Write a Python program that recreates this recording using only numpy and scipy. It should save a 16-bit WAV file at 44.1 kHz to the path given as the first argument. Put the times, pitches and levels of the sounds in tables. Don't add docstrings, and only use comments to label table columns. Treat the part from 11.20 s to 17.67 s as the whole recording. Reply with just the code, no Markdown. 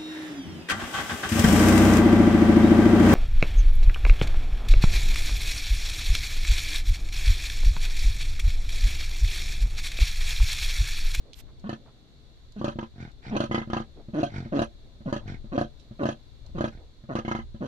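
import sys
import numpy as np
from scipy import signal
from scipy.fft import rfft, irfft, next_fast_len
from scipy.io import wavfile
from scipy.ndimage import uniform_filter1d, map_coordinates

SR = 44100
rng = np.random.default_rng(int(sys.argv[2]) if len(sys.argv) > 2 else 0)


def digitize_waveform(pressure):
    field = np.atleast_2d(pressure).T
    bounded = np.clip(field, -1, 1)
    quanta = np.round(bounded * 32767).astype(np.int16)
    wavfile.write(sys.argv[1], SR, quanta)


N = 285327
TIME = np.arange(N) / SR
EVENT_TIME = np.arange(SR // 10) / SR


def amp(db):
    return 10 ** (np.asarray(db) / 20)


def unit(x):
    return x / np.sqrt(np.mean(x ** 2) + 1e-20)


def along(points, hz):
    f, values = np.transpose(points)
    return np.interp(np.log(hz + 1), np.log(f + 1), values)


def curves(tables, edge_s=.006):
    gate = sum(np.interp(TIME, [t[0][0] - edge_s, t[0][0], t[-1][0], t[-1][0] + edge_s], [0, 1, 1, 0])
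               for t in tables)
    times, *columns = np.concatenate(tables).T
    return [gate] + [np.interp(TIME, times, column) for column in columns]


def wobble(rate_hz):
    return map_coordinates(rng.standard_normal(int(N * rate_hz / SR) + 4), [TIME * rate_hz])


def filtered(x, response):
    size = next_fast_len(N + SR // 8, real=True)
    return irfft(rfft(x, size) * response(np.fft.rfftfreq(size, 1 / SR)), size)[..., :N]


def modes(table, f):
    return sum(amp(db) * 1j * f * width / (hz * hz - f * f + 1j * f * width) for hz, width, db in table)


def band(x, hz):
    return signal.lfilter(*signal.butter(2, [hz / 1.5, hz * 1.5], "band", fs=SR), x)


def noise(spectrum, correlation):
    angle = np.arccos(correlation) / 2
    mid, side = filtered(rng.standard_normal((2, N)), lambda f: amp(along(spectrum, f)))
    mid, side = np.cos(angle) * mid, np.sin(angle) * side
    return unit(np.array([mid + side, mid - side]))


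# frequency_hz, density_db
WIND_SPECTRUM = [(8.8, -50.5), (15, 4.5), (78, -3.5), (92, -18), (110, -4.5), (140, -57.5), (240, -120)]
# peak_s, above_lull_db
WIND_GUSTS = [(.36, 10), (1.49, 10), (2.379, 11.5), (3.301, 12.5), (4.2, 15), (5.4, 13), (6.3, 12)]


def wind(lull_db=-57, gust_s=.41):
    lumps = amp(2.5 * np.array([wobble(6), wobble(9)]))
    gust_db = sum(db * np.exp(-((TIME - peak_s) / gust_s) ** 2) for peak_s, db in WIND_GUSTS)
    rumble = unit(lumps * noise(WIND_SPECTRUM, correlation=.46))
    return amp(lull_db + gust_db) * rumble * amp([[2.2], [-2.2]])


# frequency_hz, density_db
YARD_SPECTRUM = [(53, -30.5), (90, -27.5), (123, 5), (178, -7), (244, -5), (452, -11.5), (795, -18.5),
                 (1200, -51), (1560, -62), (2640, -120)]
# time_s, level_db
YARD_LEVELS = [(0, -58), (.8, -57.5), (1.3, -61.5), (2.7, -58), (4.55, -58), (6.47, -61)]


def yard():
    _, level_db = curves([YARD_LEVELS])
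    return amp(level_db + 1.4 * wobble(12)) * noise(YARD_SPECTRUM, correlation=.66)


# frequency_hz, density_db
INSECT_SPECTRUM = [(590, -36.5), (1000, -1), (1100, -5.5), (1420, -6), (1880, -8), (2340, -7),
                   (2520, -14.5), (2720, -6.5), (3150, -9.5), (3400, -0.5), (3900, 1), (4450, -1),
                   (4800, -11), (6950, -14.5), (7920, -20.5), (12500, -29.5), (13500, -18.5)]


def insects(level_db=-64):
    return amp(level_db + .36 * wobble(1.7)) * noise(INSECT_SPECTRUM, correlation=0)


# start_s, level_db, centre_hz, length_s
SNIFFS = [(0.02, -59, 405, 0.12), (0.261, -66.5, 1050, 0.06), (0.65, -59, 850, 0.061),
          (2.755, -50.5, 392, 0.075), (3.983, -61, 750, 0.071), (5.241, -63, 632, 0.039),
          (5.554, -58, 413, 0.11)]


def snuffles():
    out, t = np.zeros(N), EVENT_TIME
    for start_s, db, hz, length_s in SNIFFS:
        swell = np.sin(np.pi * np.clip(t / length_s, 0, 1))
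        out[round(start_s * SR):][:len(t)] += amp(db) * swell * unit(band(rng.standard_normal(len(t)), hz))
    return out


# start_s, level_db, pitch_hz, t60_s
HOOF_TICKS = [(0.1327, -28.5, 3080, 0.0053), (0.1332, -35, 4280, 0.016), (0.1422, -30, 3400, 0.0095),
              (0.396, -53, 4400, 0.07), (1.322, -47, 4700, 0.024), (1.917, -49, 4230, 0.019),
              (4.597, -51, 3920, 0.17), (5.2627, -46.5, 4150, 0.042)]


def hooves():
    out, t = np.zeros((2, N)), EVENT_TIME
    for start_s, db, hz, t60_s in HOOF_TICKS:
        tick = .37 * np.sin(2 * np.pi * hz * t) + .81 * rng.standard_normal((2, len(t)))
        out[:, round(start_s * SR):][:, :len(t)] += band(amp(db - 60 * t / t60_s) * tick, hz)
    return out


# time_s, level_db
RUSTLE_LEVELS = [(0.145, -75.5), (0.153, -62.5), (0.205, -50), (0.215, -63)]
# frequency_hz, density_db
LITTER_SPECTRUM = [(710, -6), (1200, -9.5), (3350, -3.5), (9830, -10), (11100, -26), (12500, -1),
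                   (13600, -13)]


def rustle():
    gate, level_db = curves([RUSTLE_LEVELS], edge_s=.003)
    return gate * amp(level_db + .85 * wobble(200)) * noise(LITTER_SPECTRUM, correlation=.33)


def windpipe(x, echo, round_trip_s=.0088):
    def response(f):
        round_trip = echo * np.exp(-2j * np.pi * f * round_trip_s) / (1 + 1j * f / 2500)
        return 1j * f / (70 + 1j * f) / (1 - round_trip)
    return filtered(x, response)


def hum_shape(start_s, length_s, swell_s, db, first_hz, held_hz, last_hz,
              throat_hz, mouth, rough, snout_hz, snout_db):
    swell_db_per_s, fade_db_per_s, settle_s = 133.5, 150.5, .01193
    progress = np.linspace(0, 1, 24)
    t = progress * length_s
    level_db = db - swell_db_per_s * np.maximum(swell_s - t, 0) - fade_db_per_s * np.maximum(t - swell_s, 0)
    level_db -= 11 * progress ** 6
    onset = np.exp(-(t / settle_s) ** 3)
    hz = held_hz + (last_hz - held_hz) * progress + (first_hz - held_hz) * onset
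    hiss_db = db - 19.5 - 23.5 * np.exp(-t / .022)
    opening = mouth + .013 * max(first_hz - held_hz, 0) * onset + .1 * progress ** 2
    roughness = rough * (1 + .7 * progress)
    columns = start_s + t, level_db, hz, throat_hz, hiss_db, opening, roughness, snout_hz, snout_db
    return np.transpose(np.broadcast_arrays(*columns))


# start_s, length_s, swell_s, level_db, first_pitch_hz, held_pitch_hz,
# last_pitch_hz, throat_hz, mouth_opening, roughness, snout_hz, snout_db
FOLD_HUMS = [(0.4405, 0.061, 0.01, -34.5, 190, 199, 224.4, 212, 0.33, 0.31, 1140, -12),
             (1.363, 0.046, 0.034, -31.5, 190, 208, 213, 222, 0.56, 0.31, 1000, -41),
             (2.106, 0.069, 0.062, -26, 213, 224.5, 198.5, 232, 0.25, 0.42, 720, -28),
             (2.936, 0.088, 0.062, -22, 217.2, 143, 155.3, 233, 0.4, 0.16, 1500, -32.5),
             (3.323, 0.063, 0.076, -17, 196, 145.5, 136.8, 233, 0.28, 0.15, 1040, -27),
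             (3.86, 0.056, 0.014, -29, 190.2, 140.6, 133.4, 204, 0.5, 0.3, 1120, -24.5),
             (4.3196, 0.049, 0.045, -26.5, 198.3, 145.7, 134.8, 241, 1, 0.3, 1132, -18),
             (4.7937, 0.048, 0.02, -26.5, 198, 147.3, 138, 236, 0.6, 0.32, 1180, -20.5),
             (5.349, 0.037, 0.03, -30, 191.7, 182, 174, 207, 0.7, 0.25, 1130, -25),
             (5.891, 0.054, 0.021, -30, 192, 146.6, 114, 202, 0.4, 0.23, 1200, -21),
             (6.4083, 0.058, 0.019, -28, 204.8, 138.6, 138.3, 217, 0.52, 0.27, 1210, -24)]
# centre_hz, width_hz, gain_db
UPPER_FORMANTS = [(567, 38, -1), (1000, 8.1, -23), (1370, 110, -49.5), (1650, 130, -42)]


def hum():
    shapes = [hum_shape(*row) for row in FOLD_HUMS]
    gate, db, hz, throat_hz, hiss_db, mouth, rough, snout_hz, snout_db = curves(shapes, edge_s=.003076)
    mouth, on = np.clip(mouth, 0, 1), gate > 0
    turns = np.cumsum(hz * (1 + .232 * rough * wobble(120))) / SR
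    phase = (turns - np.maximum.accumulate(turns * ~on)) % 1
    harmonic = np.arange(1, 17)[:, None]
    f = harmonic * hz[on]
    throat = abs(modes([(throat_hz[on], 90, 0)], f)) ** 2.2
    upper = amp(-10) * mouth[on] * abs(modes(UPPER_FORMANTS, f))
    closure = amp(-28.5) / harmonic
    snout = abs(modes([(snout_hz[on], 280, snout_db[on])], f)) ** 1.4
    knots = rng.standard_normal((len(harmonic), round(70 * N / SR) + 4))
    shimmer = map_coordinates(knots, np.broadcast_arrays(harmonic - 1, 70 * TIME[on]), order=1)
    weights = (throat + upper + closure + snout) * amp(14 * rough[on] * shimmer)
    weights *= amp(6 * rough[on] * shimmer[-1]) / np.sqrt(np.sum(weights ** 2, 0) / 2)
    voice = np.zeros(N)
    voice[on] = -np.sum(weights * np.cos(harmonic * (2 * np.pi * phase[on] - .41)), 0)
    hiss = amp(hiss_db) * gate * (.9 + np.exp(-3 * phase))
    return windpipe(amp(db) * gate * voice, echo=.15), (1 - mouth) * hiss, mouth * hiss


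def wet_air(patchy_db):
    shared = rng.standard_normal(N)
    air = np.array([np.roll(shared, 16), shared]) + rng.standard_normal((2, N))
    spectra = signal.stft(air, nperseg=256)[2]
    patches = uniform_filter1d(rng.standard_normal(spectra.shape[1:]), size=3, axis=0)
    patches = unit(uniform_filter1d(patches, size=4, axis=1))
    return unit(signal.istft(spectra * amp(patchy_db * patches), nperseg=256)[1][:, :N])


# frequency_hz, density_db
BREATH_SPECTRUM = [(300, -53), (700, 23.5), (1200, 16), (3000, 15), (7000, 6), (10200, -22), (11000, -77),
                   (14000, -67)]
# centre_hz, width_hz, gain_db
NOSE_MODES = [(138, 29, -5.5), (225, 16.5, 6), (335.8, 29, 2), (516, 30, -7.5), (789, 106, -6.5),
              (1006, 79, 0), (1258, 102, 3.5), (1615, 81, -3.5), (2043, 51, -8), (3032, 100, -8),
              (4240, 100, -34), (6180, 300, -21.5), (9500, 500, -9.5)]
MOUTH_MODES = [(137.6, 14, -8), (292.7, 45.4, -3.5), (587.8, 37, -3), (704, 26, -21), (1156, 77, -17),
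               (1268, 62, -8.5), (1535, 42, 1.5), (2630, 530, -6.5), (3220, 62, -2.5), (3970, 480, -7.5),
               (5950, 990, -12.5), (9340, 270, 5.5)]


def breath(nose_envelope, mouth_envelope):
    air = amp(1.5 * wobble(150)) * wet_air(patchy_db=3.5)
    out = np.zeros((2, N))
    for envelope, airway in (nose_envelope, NOSE_MODES), (mouth_envelope, MOUTH_MODES):
        response = lambda f: amp(along(BREATH_SPECTRUM, f)) * modes(airway, f)
        rms_gain = np.sqrt(np.mean(abs(response(np.linspace(0, SR / 2, 4000))) ** 2))
        out += filtered(envelope * air, response) / rms_gain
    return out


def flap_train(start_s, gap_s, slowing_s, count, first_db, last_db, mouth,
               jaw_hz, snout_hz, puff_db, bite_hz, bite_db):
    jaw_db, snout_db = -19.5 + 25 * mouth, -2.5 - 21.5 * mouth
    progress = np.linspace(0, 1, round(count))
    arch_db = 7.5 * 4 * progress * (1 - progress)
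    levels = first_db + (last_db - first_db) * progress + arch_db
    return [(start_s + k * gap_s + k * (k - 1) / 2 * slowing_s, db, puff_db - .5 * k, mouth,
             jaw_hz, jaw_db, snout_hz, snout_db, bite_hz, bite_db - 3 * k) for k, db in enumerate(levels)]


def bite(hz, age, ring_t60_s=.02, air_t60_s=.035, overtone=1.4):
    drift = np.cumsum(rng.normal(0, .07, len(age)) * (age > 0))
    phase = 2 * np.pi * hz * age
    ring = np.sin(phase + drift) + amp(-7) * np.sin(overtone * phase - drift)
    ring *= amp(rng.normal(0, 1.4) - 60 * age / ring_t60_s)
    air = amp(11.5 - 60 * age / air_t60_s) * (age > 0) * rng.standard_normal(len(age))
    f = np.fft.rfftfreq(len(age), 1 / SR)
    cavity = modes([(hz, 160, 0), (overtone * hz, 240, -2), (overtone ** 2 * hz, 500, -8)], f)
    return ring + irfft(rfft(air) * cavity / (1 + 1j * f / 8000) ** 4, len(age))


# start_s, gap_s, gap_growth_s, flap_count, first_db, last_db,
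# mouth_opening, jaw_hz, snout_hz, puff_relative_db, bite_hz, bite_relative_db
PALATE_FLUTTERS = [ (0.4935, .0362, 0, 2, -26, -30.5, 0.33, 750, 1730, -12, 3070, -12),
                   (1.414, .030, 0, 1, -26, -28, 0.24, 525, 1160, -17, 3220, -32),
                   (1.444, .037, .002, 3, -20.5, -42.5, 0.38, 586, 1280, -10.5, 3200, -16.5),
                   (1.588, .041, 0, 2, -26.5, -31, 0.18, 530, 986, -12, 3160, -51),
                   (2.165, .040, 0, 1, -20, -24, 0.46, 563, 1260, -11, 2970, -30),
                   (2.204, .035, 0, 2, -18, -25, 0.44, 638, 1370, -13, 3060, -12),
                   (2.313, .0325, .002, 4, -21, -32.5, 0.18, 455, 2064, -9, 3100, -44),
                   (2.501, .032, .002, 4, -29.5, -29, 0.18, 807, 1264, -8, 2970, -20.5),
                   (3.031, .035, 0, 2, -18.5, -34.5, 0.72, 697, 1580, -15.5, 3340, -35),
                   (3.3922, .026, 0, 2, -17, -18, 0.47, 686, 1600, -13.5, 2790, -14),
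                   (3.927, .037, 0, 2, -20, -27.5, 0.38, 590, 1673, -13, 3200, -15),
                   (4.379, .034, .002, 3, -15.5, -36, 0.48, 737, 1600, -19.5, 3030, -28),
                   (4.8331, .021, 0, 1, -21.5, -23, 0.3, 570, 1130, -46, 2730, -17.5),
                   (4.855, .034, .002, 3, -18, -39, 0.45, 662, 1680, -13, 2890, -24.5),
                   (5.384, .023, 0, 1, -28, -24, 0.12, 584, 1150, -8.5, 2720, -18.5),
                   (5.408, .034, .002, 3, -19, -34, 0.37, 620, 1605, -13, 2950, -27),
                   (5.954, .034, 0, 2, -20.5, -25, 0.24, 520, 1190, -11.5, 2870, -14),
                   (6.05, .0305, .003, 5, -30, -31.5, 0.17, 794, 2087, -8.5, 3240, -34)]
# time_s, level_db
THROAT_GULPS = [(1.558, -33), (2.297, -34.5), (2.475, -34.5), (2.886, -36), (3.259, -33.5), (3.807, -41),
                (4.244, -38), (4.712, -38), (5.293, -45), (5.839, -42.5), (6.346, -36)]


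def flaps(flap_closing_s=.0005, gulp_closing_s=.00096, lead_s=.004, seal_s=.053):
    closures = [(flap_closing_s, flap) for row in PALATE_FLUTTERS for flap in flap_train(*row)]
    closures += [(gulp_closing_s, (time_s, db, -22, .068, 580, -10, 1200, -30, 3000, -60))
                 for time_s, db in THROAT_GULPS]
    suctions, puffs = np.zeros((2, 2, N + SR))
    cavities, bites = np.zeros((2, N + SR))
    t = EVENT_TIME
    age = np.maximum(t - .0045, 0)
    puff = (1.1 * amp(-60 * t / .01) + amp(-60 * t / .21) / (1 + (t / seal_s) ** 6)) * (t > lead_s)
    for closing_s, row in closures:
        time_s, db, puff_db, mouth, jaw_hz, jaw_db, snout_hz, snout_db, bite_hz, bite_db = row
        start = round((time_s - lead_s) * SR)
        span, shares = slice(start, start + len(t)), [1 - mouth, mouth]
        width_s = closing_s * amp(-.3 * (db + 16))
        suctions[:, span] -= np.outer(shares, amp(db) / (1 + ((t - lead_s) / width_s) ** 2) ** 2.62)
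        for hz, ring_db, t60_s in (jaw_hz, jaw_db, .052), (snout_hz, snout_db, .06):
            turns = hz * rng.normal(1, .017) * age
            cavities[span] += amp(db + ring_db - 60 * age / t60_s) * np.sin(2 * np.pi * turns)
        bites[span] += amp(db + bite_db) * bite(bite_hz, age)
        puffs[:, span] += np.outer(shares, amp(db + puff_db + rng.normal(0, 1.5)) * puff)
    nasal, oral = suctions[:, :N]
    pops = windpipe(nasal + oral, echo=.45)
    pops += amp(15.5) * filtered(nasal, lambda f: modes(NOSE_MODES, f))
    pops += amp(24) * filtered(oral, lambda f: modes(MOUTH_MODES, f))
    pops += windpipe(cavities[:N], echo=.1) + windpipe(bites[:N], echo=.35)
    return pops, *puffs[:, :N]


def snore_shape(peak_s, rise_s, fall_s, thump_db, flap_hz, flap_s, rasp_s, rasp_db, rise_db_per_s):
    thump_drop_db_per_s2, fall_db_per_s, slowing_hz_per_s = 2603.5, 151, 90
    t = np.linspace(-rise_s, fall_s, 40)
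    since_rasp, since_flap = peak_s + t - rasp_s, peak_s + t - flap_s
    thump = thump_db - thump_drop_db_per_s2 * t * t
    rasp = rasp_db + np.where(since_rasp < 0, rise_db_per_s, -fall_db_per_s) * since_rasp
    turns = flap_hz * since_flap - slowing_hz_per_s / 2 * since_flap ** 2
    return np.transpose([peak_s + t, thump, rasp, turns])


# peak_s, rise_s, fall_s, thump_db, flap_rate_hz, flap_time_s, rasp_peak_s, rasp_db,
# rasp_rise_db_per_s, nasal_ring_hz, nasal_ring_db
INWARD_SNORES = [(1.829, 0.09, 0.059, -38.5, 42, 1.8265, 1.815, -48.5, 398, 1470, 24),
                 (2.09, 0.039, 0.023, -40, 45, 2.3, 2.07, -48, 217, 2340, 24),
                 (2.795, 0.06, 0.059, -55.5, 39, 3.2, 2.77, -77, 600, 1990, 18),
                 (3.186, 0.19, 0.1, -34, 46.7, 3.1815, 3.165, -44.5, 225, 2210, -6),
                 (4.11, 0.077, 0.048, -36.5, 47, 4.099, 4.082, -45.5, 909, 2000, 9),
                 (5.549, 0.032, 0.037, -48.5, 42, 5.55, 5.526, -59, 602, 2080, -12)]
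# centre_hz, width_hz, gain_db
SNOUT_MODES = [(117, 101, 26.5), (191, 57, -10), (328, 30, -2), (695, 43, 21.5)]
NOSTRIL_MODES = [(846, 190, 26), (1494, 260, 27), (1830, 110, 22), (2080, 200, 22.5), (3500, 250, 9),
                 (4050, 160, 4), (5000, 650, -51), (7000, 1200, -11)]


def snores():
    shapes = [snore_shape(*row[:-2]) for row in INWARD_SNORES]
    gate, thump_db, rasp_db, turns = curves(shapes, edge_s=.036)
    knocks = np.clip(np.diff(np.floor(turns), prepend=0), 0, 1)
    push = -knocks * amp(.5 * wobble(68)) + .008 * rng.standard_normal(N)
    thumps = filtered(push, lambda f: modes(SNOUT_MODES, f) / (1 + 1j * f / 480) ** 3)
    thumps = windpipe(thumps, echo=.28)
    out = np.tile(gate * amp(thump_db) * thumps / np.std(thumps[gate > 0]), (2, 1))
    pulsed_air = (1 + 1.2 * np.exp(-3.5 * (turns % 1))) * wet_air(patchy_db=3.2)
    drive = gate * amp(rasp_db) * (pulsed_air - 1.5 * knocks)
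    f = np.fft.rfftfreq(SR // 2, 1 / SR)
    dark_band = 1 - .8 * modes([(2750, 450, 0)], f)
    for shape, (*_, ring_hz, ring_db) in zip(shapes, INWARD_SNORES):
        nostrils = modes(NOSTRIL_MODES + [(ring_hz, 130, ring_db)], f) * dark_band / (1 + (f / 6500) ** 6)
        nostrils /= np.sqrt(np.mean(abs(nostrils) ** 2))
        start, end = round((shape[0, 0] - .05) * SR), round((shape[-1, 0] + .05) * SR)
        rasp = irfft(rfft(drive[:, start:end], SR // 2) * nostrils)
        out[:, start:end] += rasp[:, :end - start]
    return out


# frequency_hz, t60_s
PEN_DECAY = [(200, 0.34), (650, 0.084), (1500, 0.095), (8000, 0.1)]
# frequency_hz, gain_db
WALL_GAIN = [(150, -50.5), (600, 0), (1200, -2), (8000, -9)]


def pen(x):
    hz, t, spectra = signal.stft(rng.standard_normal((2, SR // 4)), SR, nperseg=256)
    tail = signal.istft(spectra * amp(-60 * t / along(PEN_DECAY, hz)[:, None]), SR, nperseg=256)[1]
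    walls = signal.fftconvolve(np.pad(x, (60, 0))[None], tail / np.linalg.norm(tail[0]), axes=1)[:, :N]
    direct = np.array([np.roll(x, 12), x])
    return direct + filtered(walls, lambda f: amp(along(WALL_GAIN, f)))


# frequency_hz, right_over_left_db
SOW_BALANCE = [(60, -1), (200, 1), (700, -1.5), (1500, 3), (6000, 3.5), (12000, 5)]


def scene():
    voice, hum_nose, hum_mouth = hum()
    pops, puff_nose, puff_mouth = flaps()
    grunts = pen(voice + pops) + breath(hum_nose + puff_nose, hum_mouth + puff_mouth)
    grunts = filtered(grunts, lambda f: 1 - .58 * modes([(2300, 280, 0)], f))
    sides = np.array([[-.5], [.5]])
    sow = filtered(grunts + snores(), lambda f: amp(sides * along(SOW_BALANCE, f)))
    piglets = amp([[-3.5], [3.5]]) * (hooves() + snuffles() + rustle())
    return sow + piglets + wind() + yard() + insects()


def record(dry):
    ceiling, top_hz = .3, 13400
    rounded = dry / (1 + abs(dry / ceiling) ** 3) ** (1 / 3)
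    return filtered(rounded, lambda f: f < top_hz)


dry = scene()
out = record(dry)
digitize_waveform(out)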